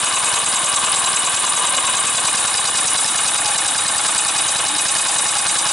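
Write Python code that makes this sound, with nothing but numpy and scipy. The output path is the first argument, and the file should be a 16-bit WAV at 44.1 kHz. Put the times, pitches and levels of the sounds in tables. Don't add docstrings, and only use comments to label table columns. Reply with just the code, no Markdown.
import sys
import numpy as np
from scipy import signal
from scipy.fft import rfft, irfft, next_fast_len
from scipy.io import wavfile
from scipy.ndimage import uniform_filter1d

SR = 44100
rng = np.random.default_rng(int(sys.argv[2]) if len(sys.argv) > 2 else 0)


def natural_amplitude(level_db):
    exponent = np.asarray(level_db, float) / 20
    return 10 ** exponent


def generate_wav(signal):
    frames = np.transpose(np.atleast_2d(signal))
    scaled = np.clip(frames, -1, 1) * 32767
    pcm = np.round(scaled).astype(np.int16)
    wavfile.write(sys.argv[1], SR, pcm)


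N = 252375

PUSH, THUMP, BLOW, CLOSE, INLET, RISE, FILL = -.037, -.004, .03, .078, .2, .25, .29
LOAD, STRAIN, BACK, VENT, KNOCK, HUM, CAM, LIFT, TRIP, SLAP = .32, .43, .475, .54, .62, .7, .79, .882, .9, .93
START_TURN = .6189

# [t/s, speed/(turns per s)]
CRANK_SPEED = [
    (0, 9.9982),
    (1.2, 9.9276),
    (2.2, 9.926),
    (4.4, 9.9739),
    (5.72, 9.9543),
]
# [t/s, way round/0-1 (0 cylinder end, 1 flywheel side)]
MIC_WALK = [
    (0, 0.19),
    (1.2, 0.028),
    (2.0, .1),
    (2.45, 0.58),
    (3.4, .97),
    (5.72, 0.87),
]
LOOSE_PLAY = [
    (LOAD, 0.06, 0.89),
    (STRAIN, 0.072, 1.04),
    (PUSH, 0.095, 1.25),
    (CAM, 0.097, 0.35),
    (HUM, 0.09, 0.44),
    (KNOCK, 0.024, 0.46),
    (CLOSE, 0.051, 0.31),
]
# [f/Hz, width/Hz, level at cylinder end/dB, level at flywheel side/dB]
CASTING_MODES = [(320, 75, -20, -20.5), (599, 420, -4, -4.5), (833, 65, -6.5, 0), (1000, 180, -2.5, -8),
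                 (1099, 89, 5, 1), (1293, 410, -9.5, 0), (1549, 72, -2.5, -3.5), (2166, 68, -11, -8.5),
                 (2520, 64, -5.5, -4), (2907, 70, -3.5, -3.5), (3210, 170, -7, -9), (3400, 44, -7.5, -7),
                 (3802, 147, -1.5, 1), (2600, 3100, -3, -3)]
# [moment/turns, push length/turns, signed shape weight/1, level/dB]
EXHAUST_THUMPS = [
    (PUSH, 0.0059, 0.77, -47),
    (THUMP, 0.0081, -0.53, -46),
    (BACK, 0.0045, 0.66, -47.5),
    (LOAD, 0.049, 0.62, -66),
]
# [f/Hz, width/Hz, level/dB]
TIMBER_FRAME = [
    (100, 34, -14.5),
    (180, 48, 0),
    (70, 28, -53),
]
# [moment/turns, length/turns, f/Hz, width/Hz, level at cylinder end/dB, level at flywheel side/dB]
PORT_PUFFS = [(RISE, 0.12, 6610, 420, -35.5, -37), (FILL, 0.11, 5860, 720, -40.5, -36.5),
              (RISE, 0.1, 8030, 1700, -32, -31.5), (VENT, 0.18, 8740, 3000, -30.5, -29.5),
              (VENT, 0.15, 10470, 330, -35.5, -35), (VENT, 0.043, 8450, 1900, -36.5, -44),
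              (VENT, 0.14, 9650, 1100, -44, -32), (BLOW, 0.074, 5600, 4100, -34, -34),
              (BLOW, 0.059, 4036, 370, -39, -39), (THUMP, .05, 10300, 1600, -37.5, -38.5),
              (CAM, 0.044, 9420, 1700, -31, -34), (TRIP, 0.012, 5100, 1400, -41, -37.5),
              (LOAD, .07, 10580, 910, -41.5, -40), (BLOW, .02, 8900, 1300, -43, -37.5),
              (CLOSE, 0.017, 8900, 3500, -35, -39), (LOAD, 0.11, 2590, 330, -37.5, -42)]
# [moment/turns, length/turns, f/Hz, width/Hz, level at cylinder end/dB, level at flywheel side/dB]
VALVE_LINKAGE_NOTES = [(INLET, 0.03, 8150, 272, -35.5, -33.5), (RISE, 0.02, 8300, 380, -35.5, -38.5),
                       (INLET, 0.052, 7530, 310, -28.5, -45), (RISE, 0.082, 4850, 164, -47, -33.5),
                       (RISE, 0.11, 3850, 247, -38.5, -36), (CLOSE, 0.0095, 9620, 305, -39, -34.5),
                       (CLOSE, 0.0047, 10700, 510, -37, -42.5), (CAM, 0.016, 9600, 292, -54, -37),
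                       (LIFT, 0.0074, 9580, 318, -39, -31.5), (CAM, 0.022, 3850, 330, -40, -39.5),
                       (KNOCK, 0.041, 1760, 207, -50, -39.5), (SLAP, 0.066, 1720, 264, -44.5, -37),
                       (HUM, 0.038, 330, 60.7, -57, -48.5), (VENT, 0.11, 9080, 370, -30.5, -34)]
# [t/s, length/s, f/Hz, width/Hz, level/dB]
TIMBER_BUMPS = [
    (1.9, 0.033, 230, 29, -37),
    (3.48, 0.068, 830, 39, -24),
    (4.73, 0.041, 290, 9.7, -32.5),
    (4.1, 0.028, 1170, 121, -26),
    (3.5, 0.014, 2900, 79, -29),
]
# [f/Hz, level per Hz/dB]
LEAK_COLOUR = [(20, -46), (60, -48), (140, -12.5), (300, -8.5), (420, -17.5), (900, -2), (2000, -13),
               (4200, -7.5), (5400, -8), (6400, -6.5), (7200, 0), (8500, -2.5), (9400, 1), (11500, -8.5)]
# [f/Hz, width/Hz, level/dB]
WORKSHOP_RUMBLE = [
    (30, 30, -77),
    (69.5, 33, -67),
    (101, 22, -56),
    (163, 42, -62.5),
]


def ring(x, hz, width_hz):
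    return signal.lfilter(*signal.iirpeak(hz, hz / max(width_hz, 5), SR), x)


def level(x, db):
    return x * natural_amplitude(db) / np.sqrt(np.mean(x ** 2))


def once_a_turn(crank, angle, length, scatter_db, slack, rise=0.79):
    chance = rng.standard_normal((64, 2))
    turn = np.round(crank - angle).astype(int) + 1
    lateness = slack * chance[turn, 0]
    off = (crank + 1 - angle - turn - lateness) / max(length, 1e-4)
    bell = np.exp(-np.where(off < 0, rise * off, off) ** 2)
    return natural_amplitude(scatter_db * chance[turn, 1]) * bell


def grit(spread_db):
    return rng.standard_normal(N) * natural_amplitude(spread_db * rng.exponential(size=N))


def flutter(rate, db):
    hold = int(SR / rate)
    steps = np.repeat(rng.standard_normal(N // hold + 1), hold)
    return natural_amplitude(db * uniform_filter1d(steps, hold)[:N])


def warble(hz, width_hz):
    detune = 1 + .008 * rng.standard_normal(N // 4000 + 1)
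    pitch = hz * np.repeat(detune, 4000)[:N]
    phase_jitter = np.sqrt(2 * np.pi * abs(width_hz) / SR) * rng.standard_normal(N)
    return np.sin(np.cumsum(2 * np.pi * pitch / SR + phase_jitter))


def casting(crank, way, db):
    force = 0.8
    for angle, length, strength in LOOSE_PLAY:
        force = force + strength * once_a_turn(crank, angle, length, 1.66, 0.0071)
    knocks = force * flutter(120, 1.57) * grit(2.34)
    stray = grit(1.64)
    body = 0
    for k, (hz, width, end_db, side_db) in enumerate(CASTING_MODES):
        own = 0.86 * force * np.roll(stray, rng.integers(N))
        mode = level(ring(knocks + own, hz, width), end_db)
        body = body + (-1) ** k * mode * natural_amplitude(way * (side_db - end_db))
    return level(body, 1.0) * natural_amplitude(db)


def thumps(crank):
    push = 0
    for angle, length, sign, db in EXHAUST_THUMPS:
        push = push + sign * level(once_a_turn(crank, angle, length, 1.3, 0.0021), db)
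    push = push - uniform_filter1d(uniform_filter1d(push, size=400), size=400)
    frame = sum(natural_amplitude(db) * ring(push, hz, width) for hz, width, db in TIMBER_FRAME)
    return push + 0.36 * frame


def bursts(crank, way, table, scatter_db, slack, pitched):
    out, air = 0, rng.standard_normal(N)
    for angle, length, hz, width, end_db, side_db in table:
        gate = once_a_turn(crank, angle, length, scatter_db, slack, rise=1.38)
        if pitched:
            drive = warble(hz, .6 * width)
        else:
            drive = ring(np.roll(air, rng.integers(N)), hz, width)
        burst = level(ring(gate * drive, hz, width), end_db)
        out = out + burst * natural_amplitude(way * (side_db - end_db))
    return out


def tappet(crank, way):
    hidden_s, shade_db = 1.27, -12
    tap = once_a_turn(crank / 2, (1 + LIFT) / 2, .00012, 1., .001)
    click = ring(ring(tap, 4950, 1500), 4900, 1500)
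    hidden = np.clip((np.arange(N) / SR - hidden_s) / .2 + .5, 0, 1)
    return level(click, -38.5) * natural_amplitude(shade_db * (hidden + np.clip(way, 0, 1)))


def bumps(t):
    out = 0
    for start, length, hz, width, db in TIMBER_BUMPS:
        swell = np.exp(-((t - start) / length) ** 2)
        out = out + natural_amplitude(db) * swell * warble(hz, width)
    return out


def leak(db):
    hz, colour_db = np.transpose(LEAK_COLOUR)
    size = next_fast_len(N)
    f = np.fft.rfftfreq(size, 1 / SR) + 1
    colour = natural_amplitude(np.interp(np.log(f), np.log(hz), colour_db))
    hiss = irfft(rfft(rng.standard_normal(size)) * colour, size)[:N]
    return level(hiss, -1.97) * flutter(45, 1.46) * natural_amplitude(db)


def walls(x, count=3):
    t60_s, echo_db = 0.19, -9
    t = np.arange(int(.3 * SR)) / SR
    tails = rng.standard_normal((count, 2, len(t))) * natural_amplitude(-60 * t / t60_s) * (t > .003)
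    tails = tails * natural_amplitude(echo_db) / np.sqrt(np.sum(tails ** 2, axis=2, keepdims=True))
    place = np.linspace(0, count - 1, N)
    echo = 0
    for k, tail in enumerate(tails):
        fade = np.cos(np.pi / 2 * np.clip(place - k, -1, 1))
        echo = echo + signal.oaconvolve((x * fade)[None], tail, axes=1)[:, :N]
    return echo


def rumble():
    mid, side = rng.standard_normal((2, N))
    noise = mid + 0.083 * side * np.array([[1], [-1]])
    return sum(level(ring(noise, hz, width), db) * flutter(5.4, 2.4) for hz, width, db in WORKSHOP_RUMBLE)


def scene():
    t = np.arange(N) / SR
    crank = START_TURN + np.cumsum(np.interp(t, *np.transpose(CRANK_SPEED))) / SR
    way = np.interp(t, *np.transpose(MIC_WALK))

    def between(end, side):
        return end + (side - end) * way

    port_way = 0.14 + (0.86 - 0.14) * np.clip(1.54 * way, 0, 1)
    engine = casting(crank, way, between(-23, -25.5)) + leak(between(-21, -21.5))
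    engine = engine + bursts(crank, port_way, PORT_PUFFS, 2.04, 0.0044, pitched=False)
    engine = engine + bursts(crank, port_way, VALVE_LINKAGE_NOTES, 1.2, 0.0066, pitched=True)
    tappet_click = tappet(crank, way)
    engine = engine + tappet_click + bumps(t)
    head_shade = 0.36 * np.clip(1 - port_way, 0, 1)
    engine = engine - head_shade * ring(engine - tappet_click, 5500, 1700)
    engine = engine - 0.63 * ring(engine, 406, 99)
    pan_db = between(0.95, .2)
    direct = engine * natural_amplitude(np.array([pan_db, -pan_db]) / 2)
    return direct + walls(engine) + thumps(crank) + rumble()


def low_pass(x):
    return signal.sosfilt(signal.butter(12, 12000, fs=SR, output="sos"), x)


def record(dry):
    top_hz, ceiling = 11015, 0.46
    size = next_fast_len(N)
    passed = np.fft.rfftfreq(size, 1 / SR) < top_hz
    x = irfft(rfft(dry, size) * passed, size)[:, :N]
    over = np.maximum(np.abs(x) - ceiling, 0)
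    mix = x - np.sign(x) * (over - .15 * np.tanh(over / 0.14))
    return low_pass(mix)


dry = scene()
out = record(dry)
generate_wav(out)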